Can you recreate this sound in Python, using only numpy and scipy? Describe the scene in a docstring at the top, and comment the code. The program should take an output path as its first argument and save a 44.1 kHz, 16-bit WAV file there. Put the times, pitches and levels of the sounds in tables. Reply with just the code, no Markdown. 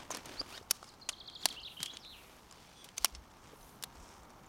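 """Cloth rustles close to a clip-on microphone over a soft breeze, then tubes scrape, rattle and snap:
a shock-corded tent pole is unfolded in a pine wood. Contacts are noise bursts rung through tube resonances;
hands, sleeves and breeze are coloured noise; squeaks and the cord's zip are tones of uneven pitch.
A finch, built from bending and buzzing whistles, sings one phrase farther off, with a scattered echo."""
import sys
import numpy as np
from scipy import signal
from scipy.fft import rfft, irfft, next_fast_len
from scipy.io import wavfile
from scipy.ndimage import uniform_filter1d, map_coordinates

SR = 44100
rng = np.random.default_rng(int(sys.argv[2]) if len(sys.argv) > 2 else 0)


def pcm_store(signal):
    """Save signal as 16-bit PCM."""
    levels = np.round(np.clip(np.atleast_2d(signal), -1, 1) * 32767)
    wavfile.write(sys.argv[1], SR, levels.astype(np.int16).T)


N = 197612

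# contacts of the tubes: [t/s, t60/s, level/dB, low knock/dB, brightness/dB, ring f/Hz, knock f/Hz];
# knock and brightness are relative to the level
TUBE_CONTACTS = [(0.1051, 0.016, -13, 15, -21, 7000, 696), (0.1117, 0.035, -13.5, 3.5, -2, 6350, 750),
                 (0.122, 0.0085, -26, 17, -20, 4400, 1300), (.1375, 0.01, -28, 14, -25, 3300, 700),
                 (.1475, 0.021, -10, 3.5, -11, 5500, 600), (0.1611, 0.0089, -18, 2, -20, 3980, 1200),
                 (.17, 0.017, -17, 4, 3, 4570, 600), (.257, 0.035, -18.5, 1, -2, 6400, 1400),
                 (0.4098, 0.0062, -22, 8, -40, 4960, 1200), (.414, 0.015, -15.5, 12.5, -54, 4800, 420),
                 (.577, .018, -16, 4, -37, 3770, 1500), (0.7089, 0.0055, -1.5, -6.5, 1, 5500, 805),
                 (0.7106, 0.014, 5, -5.5, 2.5, 5600, 1280), (0.8285, 0.012, -25.5, 18.5, -19, 4020, 1260),
                 (0.8426, 0.013, -22.5, 3, -20, 5640, 1000), (.89, .013, -27, -1, -19, 6800, 1000),
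                 (1.0893, 0.017, -1, -2, -28, 6700, 1200), (1.0918, 0.03, -3.5, -5.5, -12, 2950, 1200),
                 (1.2988, 0.007, -23, 0, -31, 3470, 1000), (1.4559, 0.015, 8, 0, -5, 4360, 500),
                 (1.487, 0.019, -13, -19, -12, 2980, 1000), (1.526, 0.0078, -18, -13, -19, 4200, 1000),
                 (1.8033, 0.017, -12.5, -1.5, -44, 3200, 1600), (1.8295, 0.021, -2, -11, -5.5, 4030, 1600),
                 (1.859, 0.028, -9, -23, -16, 3200, 1980), (1.97, 0.011, -12.5, -19, -31, 3580, 2110),
                 (2.049, 0.0077, -23.5, -10, -42, 2560, 2300), (2.511, .018, -22, 1, -21, 7010, 980),
                 (2.525, 0.015, -23.5, 4, -11, 5170, 1000), (2.843, 0.044, -20, -19, 1.5, 3400, 2000),
                 (2.8886, 0.011, -23, -3, -15, 3070, 2000), (2.9796, 0.017, -5, -27, -21.5, 6200, 2000),
                 (2.9814, 0.011, -8.5, -1, -5, 6600, 2300), (3.0455, 0.016, 7.5, 0.5, -0.5, 5440, 1040),
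                 (3.0552, 0.014, -3.5, -7, -11, 2720, 2440), (3.1492, 0.038, -14.5, -4, -36, 5460, 2300),
                 (3.8254, 0.015, -14.5, -7, -2, 5400, 1600), (3.8371, .02, -7, 0.5, 0, 3780, 1640)]
# resonances of the tubes: [f/Hz, width/Hz, level/dB]
TUBE_MODES = [(620, 180, -11.5), (1150, 540, -6), (2260, 460, -7), (3020, 670, -4), (4620, 700, -4),
              (5480, 540, -6), (6230, 390, -7), (7000, 740, -12), (9200, 1400, -18), (11070, 550, -19),
              (13800, 700, -33)]


def amp(db):
    """Decibels to gain."""
    return 10 ** (np.asarray(db) / 20)


def unit(x):
    """Scaled to rms 1."""
    return x / np.sqrt(np.mean(x ** 2) + 1e-20)


def along(points, hz):
    """(Hz, value) points read on a log frequency axis."""
    f, v = np.transpose(points)
    return np.interp(np.log(hz + 1), np.log(f), v)


def level(rows):
    """(s, dB) rows as a gain per sample."""
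    return amp(np.interp(np.arange(N) / SR, *np.transpose(rows)))


def wobble(rate, size=N):
    """A smooth random curve, rate knots a second."""
    knots = rng.standard_normal(int(size * rate / SR) + 4)
    return map_coordinates(knots, [np.arange(size) * rate / SR])


def filtered(x, response):
    """x times a response of frequency."""
    m = next_fast_len(N + SR // 2)
    return irfft(rfft(x, m) * response(np.fft.rfftfreq(m, 1 / SR)), m)[..., :N]


def resonances(modes, f):
    """Complex response of (Hz, width, dB) modes, alternating in sign."""
    return sum((-1) ** k * amp(db) * 1j * f * width / (hz * hz - f * f + 1j * f * width)
               for k, (hz, width, db) in enumerate(modes))


def causal(gain):
    """The response with this gain that rings only after the blow (minimum phase)."""
    cepstrum = irfft(np.log(np.maximum(gain, 1e-6)))
    half = len(cepstrum) // 2
    return np.exp(rfft(np.r_[cepstrum[0], 2 * cepstrum[1:half], np.zeros(half)]))


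def add(track, s, sound):
    """Mix a sound into the track at time s."""
    part = track[max(0, round(s * SR)):][:len(sound)]
    part += sound[:len(part)]


def grit(spread_db, rate):
    """Friction noise: tiny catches of uneven but bounded size."""
    return rng.standard_normal(N) * amp(spread_db * np.tanh(wobble(rate)))


def breeze():
    """A soft rush in the crowns with a gently heaving rumble below, both coloured noise."""
    # strength of the rush before its lift: [t/s, level/dB]
    rush_level = [(0.0, -59.5), (0.41, -58.5), (0.79, -63), (2.48, -64), (2.78, -64.5), (4.17, -59.5),
                  (4.48, -60.5)]
    # colour of the rush: [f/Hz, level/dB]
    rush_colour = [(12, -33), (20, 0.5), (216, -2), (590, -8.5), (873, -4), (1260, -7.5), (2020, -21),
                   (2200, -17.5), (4180, -49), (5530, -27), (6360, -25), (7310, -37), (11100, -32.5),
                   (14700, -29), (16000, -38)]
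    rumble_colour = [(15, -21), (45, 24.0), (70, 24.0), (150, -49), (600, -73)]  # [f/Hz, level/dB]
    rush_lift_db, rumble_db = 2.5, -72
    rush = unit(filtered(rng.standard_normal(N), lambda f: amp(along(rush_colour, f))))
    heaving = grit(spread_db=-16, rate=7.8)
    rumble = unit(filtered(heaving, lambda f: amp(along(rumble_colour, f))))
    return amp(rush_lift_db) * level(rush_level) * rush + amp(rumble_db) * rumble


def crinkle(rate, life):
    """Sparse little snaps of folding fabric, rate a second, each dying in life seconds."""
    snaps = (rng.random(N) < rate / SR) * rng.uniform(0.13, 1, N)
    envelope = signal.lfilter([1], [1, -np.exp(-1 / (life * SR))], snaps)
    return unit(envelope * rng.standard_normal(N))


def stroke(s, rise, fall, db):
    """Gain of a movement that speeds up until time s and slows down again."""
    t = np.arange(N) / SR - s
    return amp(db) * np.exp(-(t / np.where(t < 0, rise, fall)) ** 2)


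def together(gains):
    """Joint gain of overlapping frictions: their powers add."""
    return np.sqrt(sum(g ** 2 for g in gains))


def rubs():
    """Gain of the rubbing that dies away after each contact of the tubes."""
    rub_db, rub_t60_s = -65.5, 0.5  # start level relative to the contact; decay
    t = np.arange(N) / SR
    return together((t > s) * amp(db + rub_db - 60 * np.abs(t - s) / rub_t60_s)
                    for s, _, db, *_ in TUBE_CONTACTS)


def handling():
    """Cloth, tube and palm friction, each in its own colour; one set of movements drives shirt, sleeves and tubes."""
    # movements and short slides before a snap: [t/s at the fastest, rise/s, fall/s, shirt rustle level/dB,
    # sleeve swish level/dB, tube scrape level/dB]
    movements = [(0, .02, 0.069, -53, -64.5, -78), (.135, 0.025, 0.071, -46.5, -59, -70),
                 (.33, 0.098, 0.11, -52, -65.5, -59), (.53, 0.066, 0.069, -55, -74, -54),
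                 (0.707, 0.0083, 0.0047, -65, -81, -53), (.76, 0.027, 0.016, -80, -62, -57.5),
                 (.87, 0.075, 0.059, -77, -65.5, -66), (1.455, 0.042, 0.027, -57.5, -62, -54.5),
                 (1.52, 0.027, 0.049, -55, -71, -58), (1.815, 0.014, .07, -56.5, -76, -53),
                 (1.945, 0.039, 0.049, -59, -76, -61.5), (2.37, 0.38, 0.086, -64, -74.5, -76),
                 (2.63, 0.18, 0.21, -64.5, -88, -65), (2.85, 0.042, 0.1, -63, -72, -70),
                 (2.978, 0.0087, .008, -60, -74, -48.5), (3.03, 0.036, 0.039, -63, -77, -54),
                 (3.5, .14, 0.065, -62, -69.5, -80), (4.05, 0.1, 0.14, -62.5, -62.5, -83)]
    # palm gliding along the smooth tube: [t/s at the fastest, rise/s, fall/s, level/dB]
    palm_glides = [(1.77, .1, 0.12, -64), (2.18, 0.11, 0.24, -65.5), (3.68, 0.15, 0.1, -64)]
    # a strained joint sings as it slides: [t/s at the fastest, rise/s, fall/s, level/dB]
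    joint_strains = [(2.68, 0.099, 0.075, -73), (2.8, .05, 0.045, -57.5)]
    # resonances of a joint under tension: [f/Hz, width/Hz, level/dB]
    joint_modes = [(3400, 67, 14), (4900, 90, 0), (5700, 130, 2), (6340, 150, -2), (7000, 220, -21),
                   (8770, 200, -1)]
    # colour of the shirt cloth: [f/Hz, level/dB]
    cloth_colour = [(60, -11), (250, 6), (900, 0.5), (1800, -0.5), (3500, -3), (6000, -14), (10000, -25.5),
                    (16000, -36)]
    # colour of the sleeve: [f/Hz, level/dB]
    sleeve_colour = [(1500, -36), (4000, -16.5), (5400, 1), (6600, -2), (8500, -5.5), (10500, -13),
                     (16000, -31)]
    # colour of the palm: [f/Hz, level/dB]
    palm_colour = [(1000, -25), (4000, -9), (7000, -10.5), (10000, -5.5), (13000, -5.5), (16000, -15)]
    shirt_rest_db, sleeve_rest_db, scrape_rest_db = -67.5, -78, -73.5  # between movements

    folds = .55 * crinkle(rate=110, life=.0008)
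    cloth = unit(filtered(grit(spread_db=4.5, rate=200) + folds, lambda f: amp(along(cloth_colour, f))))
    sleeve = unit(filtered(grit(spread_db=3.5, rate=85) + folds, lambda f: amp(along(sleeve_colour, f))))
    catches = grit(spread_db=4, rate=500)
    scrape = unit(filtered(catches, lambda f: (np.abs(resonances(TUBE_MODES, f)) + 0.054) * f / (f + 2500)))
    palm = unit(filtered(grit(spread_db=1.7, rate=150), lambda f: amp(along(palm_colour, f))))
    joint = unit(filtered(grit(spread_db=0.5, rate=130), lambda f: resonances(joint_modes, f)))

    # one row of gain each for shirt, sleeve and tube
    rustle, swish, slide = together(stroke(s, rise, fall, np.reshape(dbs, (3, 1)))
                                    for s, rise, fall, *dbs in movements)
    return (cloth * together([rustle, amp(shirt_rest_db)])
            + sleeve * together([swish, amp(sleeve_rest_db)])
            + scrape * together([slide, rubs(), amp(scrape_rest_db)])
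            + palm * together(stroke(*row) for row in palm_glides)
            + joint * together(stroke(*row) for row in joint_strains))


def chatter(t60, crack, rise=0.00047, size=4096, count=90):
    """Spectrum of a hard touch, then ever smaller and duller micro-bounces, of even energy in all bands."""
    bounce_dull_hz = 9000  # the late bounces lose their treble above this
    touch_s = 0.0034  # time constant of the hard, bright part
    t = np.arange(size) / SR
    envelope = (amp(-60 * t / t60) + crack * np.exp(-t / 0.00045)) * (1 - np.exp(-t / rise))
    hard = rng.standard_normal(size)
    soft = signal.lfilter(*signal.butter(1, min(bounce_dull_hz, SR / 3), fs=SR), hard)
    burst = rfft((soft + (hard - soft) * np.exp(-t / touch_s)) * envelope)
    band_power = uniform_filter1d(np.abs(burst) ** 2, count)
    return burst / causal(np.sqrt(np.abs(band_power)))


def contact(t60, knock_db, bright_db, ring_hz, knock_hz):
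    """A contact chatters into the tube's resonances, with its own strongest ring and its own low knock."""
    # colour of the low knock, before each contact's own knock level: [f/Hz, level/dB]
    knock_colour = [(100, -19.5), (300, -1), (480, 4), (780, -0.5), (1200, -1.5)]
    body_db, sparkle_db = -1, 3  # at 2.4 kHz; at 9.5 kHz before its share of the brightness
    burst = chatter(t60, crack=1.17)
    f = np.linspace(0, SR / 2, len(burst))
    tone = amp(along([*np.add(knock_colour, [0, knock_db]), (2400, body_db), (5000, 0),
                      (9500, sparkle_db + .22 * bright_db), (13000, bright_db), (16000, bright_db - 10.0)], f))
    tube = np.abs(resonances(TUBE_MODES, f)) + 0.22
    tube /= uniform_filter1d(tube, size=400)  # keep the peaks, level the overall slope
    ring = 0.49 + 1.46 * np.abs(resonances([(ring_hz, 380, 0)], f))
    # the bending mode that a knock excites most
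    bend = 1 + 1.01 * np.abs(resonances([(knock_hz, 247, 0)], f))
    return irfft(burst * causal(tone * tube * ring * bend))


def ticks():
    """Faint ticks of loose joints at random times, each at its own pitch."""
    ticks_per_s, t60_s, tick_db, spread_db = 9, 0.033, -36.5, 6.5
    out = np.zeros(N)
    for when, size, pitch in rng.random((int(ticks_per_s * N / SR), 3)):
        tick = contact(t60_s, knock_db=10.5, bright_db=-12,
                       ring_hz=3300 + 4200 * pitch, knock_hz=400 + 900 * pitch)
        add(out, when * N / SR, amp(tick_db + spread_db * (2 * size - 1)) * tick)
    return out


def clicks():
    """The sections knock together and snap into their sockets, one resonant burst per contact."""
    out = np.zeros(N)
    for s, t60, db, knock_db, bright_db, ring_hz, knock_hz in TUBE_CONTACTS:
        add(out, s, amp(db) * contact(t60, knock_db, bright_db, ring_hz, knock_hz))
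    return out


def squeaks():
    """Stick-slip whistles of a sliding section: a rough gliding tone with a faint octave."""
    # slides: [t/s, length/s, start f/Hz, end f/Hz, level/dB, pitch roughness as a share]
    slides = [(0.106, 0.0235, 6860, 5770, -39, 0.066), (0.364, 0.053, 3930, 5100, -47, 0.033),
              (0.393, 0.019, 4500, 5090, -30, .014), (1.356, 0.094, 6950, 7100, -64.5, .02),
              (1.933, 0.015, 6640, 6600, -49.5, 0.032), (3.627, 0.0078, 5960, 6130, -56, .014),
              (4.462, 0.0053, 7000, 7200, -55.5, .014)]
    octave_db = -27.5
    out = np.zeros(N)
    for s, length, start_hz, end_hz, db, rough in slides:
        u = np.linspace(0, 1, int(length * SR))
        hz = (start_hz + (end_hz - start_hz) * u) * (1 + rough * wobble(1700, size=len(u)))
        phase = 2 * np.pi * np.cumsum(hz) / SR
        tone = np.sin(phase) + amp(octave_db) * np.sin(2 * phase)
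        add(out, s, amp(db) * np.sin(np.pi * u) * tone)
    return out


def forest(x, build=0.011):
    """Single trunks and a wash of leaves scatter sound into a thin echo that builds up and lingers."""
    # decay of the echo: [f/Hz, t60/s]
    echo_decay = [(500, 0.16), (3500, 0.42), (10000, 0.17)]
    trunks_per_s, leaf_scatter = 260, 0.014  # distinct reflections; the diffuse wash between them
    strength = (rng.random(SR) < trunks_per_s / SR) + leaf_scatter
    scatter = rng.standard_normal(SR) * strength
    hz, t, z = signal.stft(scatter, SR, nperseg=256)
    decay = amp(-60 * t / along(echo_decay, hz)[:, None])
    tail = signal.istft(z * decay * (1 - np.exp(-t / build)), SR, nperseg=256)[1]
    return signal.fftconvolve(x, tail / np.linalg.norm(tail))[:N]


def bumps():
    """The shirt nudges the microphone: short, dull swells of unsteady low tone."""
    # nudges: [t/s, length/s, f/Hz, level/dB before the lift below]
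    nudges = [(0.377, .044, 45, -57), (0.402, 0.022, 305, -49), (0.609, 0.0092, 430, -51.5),
              (1.498, 0.024, 229, -61), (1.786, 0.055, 205, -54.5), (2.984, 0.072, 42.6, -56),
              (3.108, 0.065, 62, -53.5), (3.157, 0.059, 56, -52), (3.528, 0.016, 394, -54),
              (3.573, 0.12, 31.8, -61.5), (3.915, 0.16, 47.7, -60)]
    lift_db = 6.5
    out = np.zeros(N)
    for s, length, hz, db in nudges:
        window = np.hanning(int(length * SR))
        phase = 2 * np.pi * np.cumsum(hz * (1 + 0.3 * wobble(hz, size=len(window)))) / SR
        add(out, s, amp(db + lift_db) * window * np.sin(phase))
    return out


def cord():
    """The braided cord zips over a tube's rim, faster and faster, catching unevenly."""
    start_s, end_s, start_hz, end_hz = .48, .592, 990, 1930  # time and catch rate
    cord_db, snag_db = -51.5, 6  # level before the swell; depth of the snags
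    t = np.arange(N) / SR
    speed = np.clip((t - start_s) / (end_s - start_s), 0, 1) ** 1.2
    unevenness = 1 + .045 * wobble(1300) + .03 * wobble(90)
    phase = 2 * np.pi * np.cumsum((start_hz + (end_hz - start_hz) * speed) * unevenness) / SR
    # short snags make the overtones as strong as the catch rate itself
    zip_tone = sum(np.sin(k * phase) * amp(4 * np.tanh(wobble(120))) for k in range(1, 4))
    snags = amp(snag_db * np.tanh(wobble(700)))
    swell = np.interp(t, [start_s, (start_s + end_s) / 2, end_s - .014, end_s], [0, 1, 1, 0])
    return amp(cord_db) * unit(zip_tone * snags) * swell


def whistle(hz, buzz_hz):
    """A pure tone on a pitch track; a fast, slightly uneven flutter of depth buzz_hz makes it buzz."""
    flutter = 0
    if buzz_hz:
        rate_hz = 190 * (1 + 0.145 * wobble(146.7, size=len(hz)))
        flutter = np.sin(2 * np.pi * np.cumsum(rate_hz) / SR)
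    return np.sin(2 * np.pi * np.cumsum(hz + buzz_hz * flutter) / SR)


def note(length, bend_hz, db, buzz_hz=0, skew=1):
    """One note swells and fades, bending through start, middle and end pitch; skew under 1 peaks early."""
    u = np.linspace(0, 1, int(length * SR))
    hz = np.polyval(np.polyfit([0, .5, 1], bend_hz, 2), u)
    swell = np.abs(np.sin(np.pi * u ** skew)) ** 0.4
    return amp(db + 3.5) * swell * whistle(hz, buzz_hz)  # every note is lifted by 3.5 dB


def trill(count=6):
    """Evenly spaced syllables, a short rising hook and a steep fall, swelling, no two quite alike."""
    start_s, period_s = 1.1255, .0753
    full_db, soft_db, swell = -44, -6.5, 1.9  # before note's lift; first relative to full; syllables to swell
    fall_s, fall_hz = .021, (4900, 3490, 3210)
    hook_lead_s, hook_s, hook_hz, hook_db = .02, 0.0135, (4030, 4260, 4450), -8.5  # dB relative to the fall
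    vary, vary_db = .015, 1  # greatest random change of pitch (share) and level
    out = np.zeros(N)
    for k, (pitch, size) in enumerate(2 * rng.random((count, 2)) - 1):
        s = start_s + k * period_s
        tune = 1 + vary * pitch
        db = full_db + soft_db * np.exp(-k / swell) + vary_db * size
        add(out, s - hook_lead_s, note(hook_s, np.multiply(hook_hz, tune), db + hook_db))
        add(out, s, note(fall_s, np.multiply(fall_hz, tune), db, skew=.55))
    return out


def warble(count=7):
    """A quick run of arching notes, each a little higher."""
    start_s, period_s = 1.768, .0207
    arch_s, arch_hz, step_hz, arch_db = .016, (2620, 3170, 2660), 45, -47.5  # dB before note's lift
    out = np.zeros(N)
    for k in range(count):
        add(out, start_s + k * period_s, note(arch_s, np.add(arch_hz, k * step_hz), arch_db))
    return out


def finch():
    """One phrase of bending whistles: opening notes, trill, linking notes, warble and a falling buzz."""
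    # single notes around the trill and warble: [t/s, length/s, start f/Hz, middle f/Hz, end f/Hz,
    # level/dB before note's lift, buzz depth/Hz]
    single_notes = [(0.869, 0.039, 5360, 4680, 3700, -59, 0), (1.013, 0.025, 5180, 4140, 4680, -52.5, 0),
                    (1.563, .037, 2630, 2960, 3310, -47.5, 3), (1.591, 0.019, 3140, 4320, 5460, -54.5, 0),
                    (1.631, 0.012, 4670, 4280, 4040, -47.5, 258),
                    (1.647, 0.0208, 3170, 3760, 3990, -44.5, 90),
                    (1.663, 0.025, 3760, 3240, 2530, -47, 272),
                    (1.898, 0.024, 3650, 3850, 4000, -51.5, 203)]
    # the buzzing flourish that closes the phrase: [t/s, f/Hz, rms level/dB]
    flourish = [(1.995, 5700, -62.5), (2.025, 4930, -62), (2.037, 4000, -56), (2.062, 3743, -50.5),
                (2.092, 4080, -57.5), (2.122, 3820, -52.5), (2.145, 2855, -55), (2.18, 2505, -66),
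                (2.32, 2080, -72)]
    out = trill() + warble()
    for s, length, *bend_hz, db, buzz_hz in single_notes:
        add(out, s, note(length, bend_hz, db, buzz_hz))
    times, hz, db = np.transpose(flourish)
    t = np.arange(times[0], times[-1], 1 / SR)
    buzz = whistle(np.interp(t, times, hz), buzz_hz=290)
    add(out, times[0], np.sqrt(2) * amp(np.interp(t, times, db)) * buzz)
    return out


def scene():
    """The pole is within arm's reach and nearly dry; the bird is far and echoes. One microphone feeds both channels."""
    bird_echo_db, pole_echo_db = -9.5, -36  # forest echo relative to the direct sound
    pole = clicks() + ticks() + squeaks() + cord()
    bird = finch()
    near = pole + amp(pole_echo_db) * forest(pole) + handling() + bumps()
    far = bird + amp(bird_echo_db) * forest(bird)
    mono = near + far + breeze()
    return np.array([mono, mono])


def record(dry):
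    """The recorder keeps nothing above its band limit, a short slope centred on top_hz."""
    top_hz, edge_hz = 16300, 500  # centre and width of the slope
    return filtered(dry, lambda hz: np.clip((top_hz - hz) / edge_hz + .5, 0, 1))


dry = scene()
out = record(dry)
pcm_store(out)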